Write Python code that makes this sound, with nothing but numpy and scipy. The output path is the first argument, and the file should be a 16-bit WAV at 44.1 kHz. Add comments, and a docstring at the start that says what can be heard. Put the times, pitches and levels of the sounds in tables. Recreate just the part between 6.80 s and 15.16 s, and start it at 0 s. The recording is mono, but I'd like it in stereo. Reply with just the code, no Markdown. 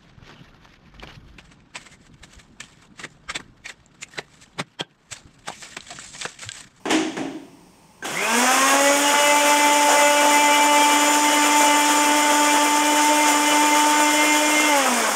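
"""A blender drones and churns in a tiled kitchen: low orders of its shaft, turning up to about 300 times
a second, glide through standing waves. Turbulence in the liquid is filtered noise; air and spray hiss.
The motor adds coupling buzz, commutator whine and fan whistle, all locked to the angle of the shaft.
First a lid knocks onto the jar and a button clicks, as noise cracks and decaying plastic modes;
at the end the motor is switched off and the shaft starts to coast down."""
import sys
import numpy as np
from scipy import signal
from scipy.fft import rfft, irfft, next_fast_len
from scipy.io import wavfile
from scipy.ndimage import uniform_filter1d

SR = 44100
rng = np.random.default_rng(int(sys.argv[2]) if len(sys.argv) > 2 else 0)


def generate_wav(signal):
    """Clip the signal to [-1, 1] and save it as 16-bit WAV at the path in sys.argv[1]."""
    frames = np.transpose(np.atleast_2d(signal))
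    scaled = np.clip(frames, -1, 1) * 32767
    pcm = np.round(scaled).astype(np.int16)
    wavfile.write(sys.argv[1], SR, pcm)


N = 368631
TIME = np.arange(N) / SR

# response of the radiating jar and housing: f/Hz, left level/dB, right level/dB
BODY_RESPONSE = [(83, -59, -57), (279, -7, -1.5), (381, -13, -7.5), (543, -3.5, 1), (1630, 0.0, -4),
                 (2600, -6, -3.5), (3464, -3, -1), (3710, -16, -8), (4480, -11.5, -14.5), (5260, -4, -4.5),
                 (7020, -11, -0.5), (8470, -6, -18.5), (8900, -11.5, -17.5), (13600, -25.5, -22.5),
                 (15000, -27, -25.5)]
# air pockets caught by the blades: t/s, slosh level/dB, spray level/dB, decay time/s, speed sag/(turns/s)
AIR_POCKETS = [(1.635, -8.5, -40, 0.013, 0), (3.079, -12, -18.5, 0.053, 1.2), (4.8, -21, -24, 0.045, 1.2),
               (6.465, -19, -17, 0.033, 3), (7.685, -20, -26, 0.039, 0.2), (8.04, -19, -40, .07, 0)]

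POWER_ON_S, POWER_OFF_S = 1.24, 7.884
CATCH_S, CATCH_RISE_S = 1.398, 0.2   # the blades drag the liquid into motion
SLOTS = 12   # armature slots, with two commutator bars to each


def from_db(db):
    """Level in decibels is the logarithm of amplitude; invert it to a gain."""
    return 10 ** (np.asarray(db) / 20)


def rms_one(x):
    """Normalise the mean power to 1."""
    return x / np.sqrt(np.mean(np.abs(x) ** 2) + 1e-20)


def since(s):
    """Elapsed seconds since a moment; zero before it."""
    return np.maximum(TIME - s, 0)


def at_hz(points, hz):
    """Interpolate each column of a spectrum on a logarithmic frequency axis."""
    known, *columns = np.transpose(points)
    return np.array([np.interp(np.log(hz + 1e-9), np.log(known), c) for c in columns])


def drift(rate, size=N):
    """Slow random modulation of unit spread: white noise through a two-pole low-pass."""
    step = 40   # drawn at every 40th sample, then interpolated
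    pole = np.exp(-2 * np.pi * rate * step / SR)
    white = rng.standard_normal(N // step + 2002)
    slow = signal.lfilter([1], [1, -2 * pole, pole * pole], white)[2000:]   # drop the onset
    return np.interp(TIME[:size], np.arange(len(slow)) * step / SR, rms_one(slow))


def passed(x, hz, kind, order=2):
    """Butterworth filtering: a maximally flat passband."""
    edges = np.clip(hz, 10, .45 * SR)
    return signal.sosfilt(signal.butter(order, edges, kind, fs=SR, output="sos"), x + 1e-18)


def noise(spectrum, size=N):
    """Coloured stereo noise of unit rms; mid and side shares set the interchannel correlation."""
    # correlation between left and right: f/Hz, correlation
    likeness = [(50, 0.12), (130, 0.84), (350, 0.83), (700, 0.2), (1300, -0.61), (3000, 0.051)]
    padded = next_fast_len(size, True)
    hz = np.fft.rfftfreq(padded, 1 / SR)
    mid, side = rfft(rng.standard_normal((2, padded)))
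    alike = np.clip(at_hz(likeness, hz), -1, 1)
    both = np.sqrt(1 + alike) * mid + np.sqrt(1 - alike) * side * [[1], [-1]]
    coloured = both * from_db(at_hz(spectrum, hz))
    return rms_one(irfft(coloured, padded)[:, :size])


def panned(pan_db):
    """Interchannel level difference, left over right, as a pair of gains."""
    return from_db(np.array([[.5], [-.5]]) * pan_db)


def partial(angle, order, scatter, rate):
    """Harmonic of a rotation with a scattered share: random quadrature modulation, separate on each side."""
    phase = (order * angle + rng.uniform(0, 2 * np.pi)) % (2 * np.pi)
    cosine, sine = np.cos(phase.astype(np.float32)), np.sin(phase.astype(np.float32))
    sides = []
    for _ in range(2):
        in_phase = np.sqrt(2) + scatter * drift(rate)
        quadrature = scatter * drift(rate)
        sides.append(in_phase * cosine - quadrature * sine)
    return np.array(sides) / np.sqrt(1 + scatter ** 2)


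def quiet_kitchen(waver_db=3):
    """Ambient noise floor: stationary coloured noise and faint tones with wandering level and phase."""
    # background spectrum: f/Hz, relative level/dB
    floor = [(15, -36), (25, -13.5), (106, -17.5), (176, -7), (278, -18.5), (729, -21), (879, -11.5),
             (1500, -29), (2630, -25.5), (3930, -33.5), (5420, -27), (7680, -34), (8550, -26.5),
             (10300, -40), (15000, -40)]
    # high whistles of the idle kitchen: f/Hz, level/dB
    whistles = [(2659, -74), (5566, -68), (8236, -78), (8753, -77)]
    out = from_db(-49.5) * noise(floor)
    for hz, db in whistles:
        level = from_db(db + waver_db * drift(20))
        out = out + level * np.sin(2 * np.pi * hz * TIME + 3 * drift(25))
    return out


def dying(spectrum):
    """Diffuse-field decay: one second of dense reflections, each band fading exponentially at its own rate."""
    # decay of the room by 60 dB: f/Hz, reverberation time/s
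    reverberation = [(150, 1), (400, 0.72), (1500, 0.56), (3000, 0.77), (7000, 0.64), (14000, 0.15)]
    wash, edges = noise(spectrum, size=SR), np.geomspace(80, 18000, 9)
    out, sign = 0, 1
    for low, high in zip(edges, edges[1:]):
        t60 = at_hz(reverberation, np.sqrt(low * high))
        out = out + sign * passed(wash, [low, high], "band") * from_db(-60 * TIME[:SR] / t60)
        sign = -sign   # opposite signs let neighbouring bands join without a notch
    return out


def kitchen(x):
    """Reverberation off tiles and cupboards: convolution with a diffuse tail of unit energy."""
    tail = dying([(100, 0), (15000, 0)])
    response = tail / np.sqrt(np.sum(tail ** 2) / 2)
    return signal.fftconvolve(np.atleast_2d(x), response, axes=1)[:, :N]


def knocks(rows, modes, swell_s, crack_db=-10, ring_db=-13, rise_s=0.0004, rattle=0.88):
    """Impact of plastic on plastic: a broadband crack in the room, and modes that swell, rattle and decay."""
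    # crack of hard plastic: f/Hz, relative level/dB
    crack_spectrum = [(80, -47), (160, -4), (300, 3.5), (430, 4.5), (540, -5), (760, 4.5), (1250, -5),
                      (1750, -2.5), (2300, -6), (3300, -6.5), (4100, -18), (6600, -12), (10000, -22.5),
                      (14000, -37)]
    out, age = np.zeros((2, N)), TIME[:SR]
    for s, level_db, own_ring_db, bright_db in rows:
        crack = dying(crack_spectrum) * (1 - np.exp(-age / rise_s))
        crack = crack + (from_db(bright_db) - 1) * passed(crack, 2000, "high", order=1)
        ring = 0
        for hz, db, t60 in modes:
            mode = from_db(db - 60 * age / t60) * np.sin(2 * np.pi * (hz * age + rng.random()))
            ring = ring + mode * (1 + rattle * drift(22, size=SR))
        ring = ring * (1 - np.exp(-age / swell_s))
        knock = from_db(crack_db) * crack + from_db(ring_db + own_ring_db) * ring
        at = round(s * SR)
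        out[:, at:at + SR] += from_db(level_db) * knock * panned(pan_db=1.5)
    return out


def lid_knocks():
    """Modal excitation of the lidded jar by the knocks of its lid."""
    # knocks of the lid: t/s, relative level/dB, relative ring level/dB, treble gain/dB
    lid = [(0.054, -13, -13, -8), (0.096, -14, -0.5, 0), (0.105, -12.5, 0, 8), (0.367, -16, -0.5, -4)]
    # modes of the lidded jar: f/Hz, relative level/dB, 60 dB decay time/s
    jar = [(140, -14, 0.64), (204, -5, 0.24), (275, 0, 0.99), (316.5, 3, 0.81), (371, -7.5, 1),
           (440, -15, 0.41), (605, -6, 0.67), (675, -11.5, 0.99)]
    return knocks(lid, jar, swell_s=0.014)


def button_clicks():
    """Modal excitation of a small push button by its own contact and its latch."""
    # button and latch: t/s, relative level/dB, relative ring level/dB, treble gain/dB
    button = [(1.224, -27.5, 5, 0), (1.246, -21, -10, -4)]
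    # modes of the button: f/Hz, relative level/dB, 60 dB decay time/s
    latch = [(820, -12, .15), (1560, 10, 0.13), (1690, 1, .12), (2450, -8, .1), (6400, 1, .07)]
    return knocks(button, latch, swell_s=.001)


def thin_whistle(hz=8180, db=-40, db_per_s=-2.5):
    """Wavering tone of constant frequency, independent of the shaft: it sets in with the catch and fades."""
    level = np.clip(since(CATCH_S) / CATCH_RISE_S, 0, 1) * from_db(db + db_per_s * since(CATCH_S))
    return level * partial(2 * np.pi * hz * TIME, order=1, scatter=1.5, rate=20) * panned(pan_db=8)


def gulps(rise_s=0.01):
    """Transient bursts of air pockets: low slosh and high spit share a rise and an exponential decay."""
    burst = noise(BODY_RESPONSE)
    slosh = rms_one(passed(burst, [450, 1100], "band"))
    spit = rms_one(passed(burst, 5600, "high"))
    out = 0
    for s, slosh_db, spit_db, decay, _ in AIR_POCKETS:
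        age = since(s)
        envelope = (1 - np.exp(-age / rise_s)) * np.exp(-age / decay)
        out = out + envelope * (from_db(slosh_db) * slosh + from_db(spit_db) * spit)
    return out


def stirring(steady_db, before_db, leap_db, coast_db_per_s, settle_s=0.69):
    """Load-driven level: it rises as the blades catch, overshoots, relaxes exponentially, ebbs after power-off."""
    caught = np.clip(since(CATCH_S) / CATCH_RISE_S, 0, 1)
    leap = caught * np.exp(-since(CATCH_S + CATCH_RISE_S) / settle_s)
    return steady_db + before_db * (1 - caught) + leap_db * leap + coast_db_per_s * since(POWER_OFF_S)


def spray(swing, swing_db=0.61, swirl_hz=9, swirl_db=1.9):
    """Broadband flow noise: brushes and fan hiss; the finest spray surges as the vortex swings round the jar."""
    # load-driven level: in the vortex/dB, before the catch/dB, leap/dB, while coasting/(dB/s)
    spray_drive = (-26, -9.5, 2, -5)
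    spray_db = stirring(*spray_drive) + swing_db * swing
    air = noise(BODY_RESPONSE)
    swirl = np.sin(2 * np.pi * np.cumsum(swirl_hz * (1 + 0.22 * drift(2.8))) / SR)
    hiss_level = from_db(spray_db + 1.57 + .5 * drift(30))
    mist_level = from_db(spray_db - 4.5 + swirl_db * swirl + 1.1 * drift(90))
    hiss = rms_one(passed(air, [4200, 9500], "band", order=4)) * hiss_level
    mist = rms_one(passed(air, 9900, "high", order=4)) * mist_level
    return hiss + mist


def churn(angle, swing, swing_db=.8, chop=0.18, collapse_gain_db=3):
    """Turbulence noise: a slosh that swells as the vortex collapses, and a rasp amplitude-modulated once a turn."""
    # load-driven level: in the vortex/dB, before the catch/dB, leap/dB, while coasting/(dB/s)
    churn_drive = (-21, -6, 3.5, -4)
    churn_db = stirring(*churn_drive) + swing_db * swing
    turbulence = noise(BODY_RESPONSE)
    collapse_db = collapse_gain_db * np.clip((TIME - POWER_OFF_S) / 0.31, 0, 1)
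    slosh_level = from_db(churn_db - 6.0 + collapse_db + 2.37 * drift(25))
    rasp_level = from_db(churn_db - 3.5 + 0.71 * drift(25))
    slosh = rms_one(passed(turbulence, 1295, "low", order=4)) * slosh_level
    rasp = rms_one(passed(turbulence, [1150, 4200], "band", order=4)) * rasp_level
    return slosh + rasp * (1 + chop * np.sin(angle))


def shaft_speed(wobble=0.001585, wobble_hz=11):
    """Rotational inertia: exponential run-up, sags at some gulps, and coasting; uneven load makes it waver."""
    # speed the motor can hold against the thinning liquid: t/s, speed/(turns/s)
    cruise = [(2.4, 296.7), (2.7, 294.9), (3.0, 294.0), (3.2, 292.9), (3.6, 292.8), (4.1, 293.4),
              (4.45, 295.7), (4.75, 295.0), (5.1, 295.6), (5.8, 294.6), (6.1, 296.8), (6.4, 298.5),
              (6.6, 297.3), (7.1, 298.3), (7.5, 300.4), (7.85, 301.8)]
    # a quick leap, then a slow creep that closes the remaining share of the speed
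    leap_s, creep_s, creep_share = .076, .377, .449
    sag_s, coast_s = .07, 1.149   # delay of the deepest sag; time constant of coasting
    on = since(POWER_ON_S)
    run_up = 1 - creep_share * np.exp(-on / creep_s) - (1 - creep_share) * np.exp(-on / leap_s)
    sag = 0
    for s, *_, depth in AIR_POCKETS:
        age = since(s) / sag_s
        sag = sag + depth * age * np.exp(1 - age)
    cruise_s, cruise_speed = np.transpose(cruise)
    driven = np.interp(TIME, cruise_s, cruise_speed) * np.maximum(run_up, 0) - sag
    return driven * np.exp(-since(POWER_OFF_S) / coast_s) * (1 + wobble * drift(wobble_hz))


def spinning(speed, full_speed=223, steepness=5):
    """Radiation grows as a power of rotational speed, up to full_speed in turns/s."""
    return np.minimum(speed / full_speed, 1) ** steepness


def housing(hz):
    """Resonant transmission: gain of a sweeping tone through the body response and Lorentzian shell modes."""
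    # resonances and one hollow of the motor shell: f/Hz, bandwidth/Hz, level/dB
    shell = [(913, 114, 13), (1077, 80, 10), (1202, 14, 1.5), (1276, 32, 9.5), (1537, 38, 10.5),
             (1643, 28, 8), (2114, 32, 5.5), (2330, 160, 5), (3000, 62, -2.5), (6600, 390, 4),
             (8650, 530, 18)]
    grid = np.linspace(0, 12000, 1200)
    shell_db = sum(db / (1 + (2 * (grid - centre) / width) ** 2) for centre, width, db in shell)
    gains = from_db(at_hz(BODY_RESPONSE, grid) + shell_db)
    return np.array([np.interp(hz, grid, side) for side in gains])


def squeal(angle, start_s=1.348, rise_s=0.032, db=-18, db_per_s=-66):
    """Brief drive squeal at the slot order as the load is taken up: linear attack, exponential decay."""
    level = np.clip(since(start_s) / rise_s, 0, 1) * from_db(db + db_per_s * since(start_s))
    return level * partial(angle, order=SLOTS, scatter=2.5, rate=90)


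def motor(speed, angle, ripple=0.3, grip_db=.8, grip_hz=2, commutator_db=-29, fan_db=-36):
    """Shaft-order tones of coupling, commutator and fan, modulated by torque ripple at twice the mains rate."""
    # buzz of the coupling: order of the shaft, relative level/dB
    buzz_orders = [(4, -32), (5, -32.5), (6, -33.5), (7, -26.5), (8, -30), (9, -30), (10, -27), (11, -33)]
    # load-driven grip: in the vortex/dB, before the catch/dB, leap/dB, while coasting/(dB/s)
    grip_drive = (2, -4, 1.5, -13.5)
    mains_hz, fan_order = 50, 36
    throb = 1 + ripple * np.sin(2 * np.pi * 2 * mains_hz * TIME)
    pace = speed / speed.max()
    current = np.clip((POWER_OFF_S - TIME) / 0.031, 0, 1)   # the commutator whines only while it flows
    grip = from_db(stirring(*grip_drive) + grip_db * drift(grip_hz))
    buzz = 0
    for k, db in buzz_orders:
        buzz = buzz + from_db(db) * housing(k * speed) * partial(angle, order=k, scatter=0.87, rate=13.6)
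    bars = 2 * SLOTS
    commutator = housing(bars * speed) * partial(angle, order=bars, scatter=0.65, rate=15)
    fan = housing(fan_order * speed) * partial(angle, order=fan_order, scatter=1.1, rate=25)
    running = grip * buzz + from_db(commutator_db) * current * commutator + from_db(fan_db) * fan
    return throb * (spinning(speed) * pace * running + squeal(angle))


def standing_db(hz, build_s=0.085):
    """Standing-wave interference: level of a gliding tone, averaged over the time a wave needs to build up."""
    # peaks and nulls between jar and microphones: f/Hz, bandwidth/Hz, left level/dB, right level/dB
    standing = [(207, 38, -13, -13.5), (246.1, 17.8, 13.5, 10.6), (256, 29.6, -10.6, -11.3),
                (290.5, 2.2, -15.0, -9.9), (440, 54, -9, -15.0), (536, 18.8, 18, -5), (564.5, 18, 14, 19),
                (583.3, 2.45, 9, 15.5), (600.5, 6.2, 17.5, -12), (773, 36, 15, 17), (843.4, 26, 2.5, 18),
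                (866.4, 18.5, 15.5, -1.5), (879, 10.9, 4.5, 15.0), (894.3, 21.2, 15.5, 11.5)]
    grid = np.linspace(0, 1000, 4000)
    pattern = 0
    for centre, width, left, right in standing:
        pattern = pattern + np.array([[left], [right]]) / (1 + (2 * (grid - centre) / width) ** 2)
    heard = np.array([np.interp(hz, grid, side) for side in pattern])
    return uniform_filter1d(heard, round(build_s * SR), axis=1)


def blades(speed, angle, flutter=0.11, flutter_hz=20, scatter=4, scatter_hz=11, coast_db_per_s=-6):
    """Imbalance and blade passing: strong low orders, part steady in standing waves, part scattered by liquid."""
    # drone: order of the shaft, steady level/dB, its pan/dB, scattered level/dB, its pan/dB
    drone = [(1, -23.5, -4.9, -41, -3), (2, -35.5, -7.7, -30, -5.5), (3, -36, 0, -30, -1)]
    out = 0
    for k, db, pan_db, scattered_db, scattered_pan_db in drone:
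        steady = partial(angle, order=k, scatter=flutter, rate=flutter_hz)
        steady = steady * from_db(db + standing_db(k * speed))
        scattered = from_db(scattered_db) * partial(angle, order=k, scatter=scatter, rate=scatter_hz)
        out = out + steady * panned(pan_db) + scattered * panned(scattered_pan_db)
    return spinning(speed) * out * from_db(coast_db_per_s * since(POWER_OFF_S))


def scene(swing_hz=6):
    """Superposition of lid, button and running blender over the quiet of the kitchen."""
    speed = shaft_speed()
    angle = 2 * np.pi * np.cumsum(speed) / SR
    swing = drift(swing_hz)   # the vortex swings, and churn and spray swell with it
    powered = np.clip((TIME - POWER_ON_S) / 0.015, 0, 1)
    rush = powered * (churn(angle, swing) + spray(swing)) + gulps()
    motor_sound = motor(speed, angle)
    motor_in_room = from_db(-2.2) * motor_sound + from_db(-7.5) * kitchen(motor_sound)
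    tones = blades(speed, angle) + motor_in_room + thin_whistle()
    return tones + rush + lid_knocks() + button_clicks() + quiet_kitchen()


def record(dry, left_lag_s=.00014, cutoff_hz=15600):
    """Interchannel delay and band limit: the left side lags slightly; an elliptic low-pass cuts the top steeply."""
    left = np.pad(dry[0], (round(left_lag_s * SR), 0))[:N]
    low_pass = signal.ellip(10, .2, 80, cutoff_hz, fs=SR, output="sos")
    return signal.sosfilt(low_pass, np.array([left, dry[1]]))


dry = scene()
out = record(dry)
generate_wav(out)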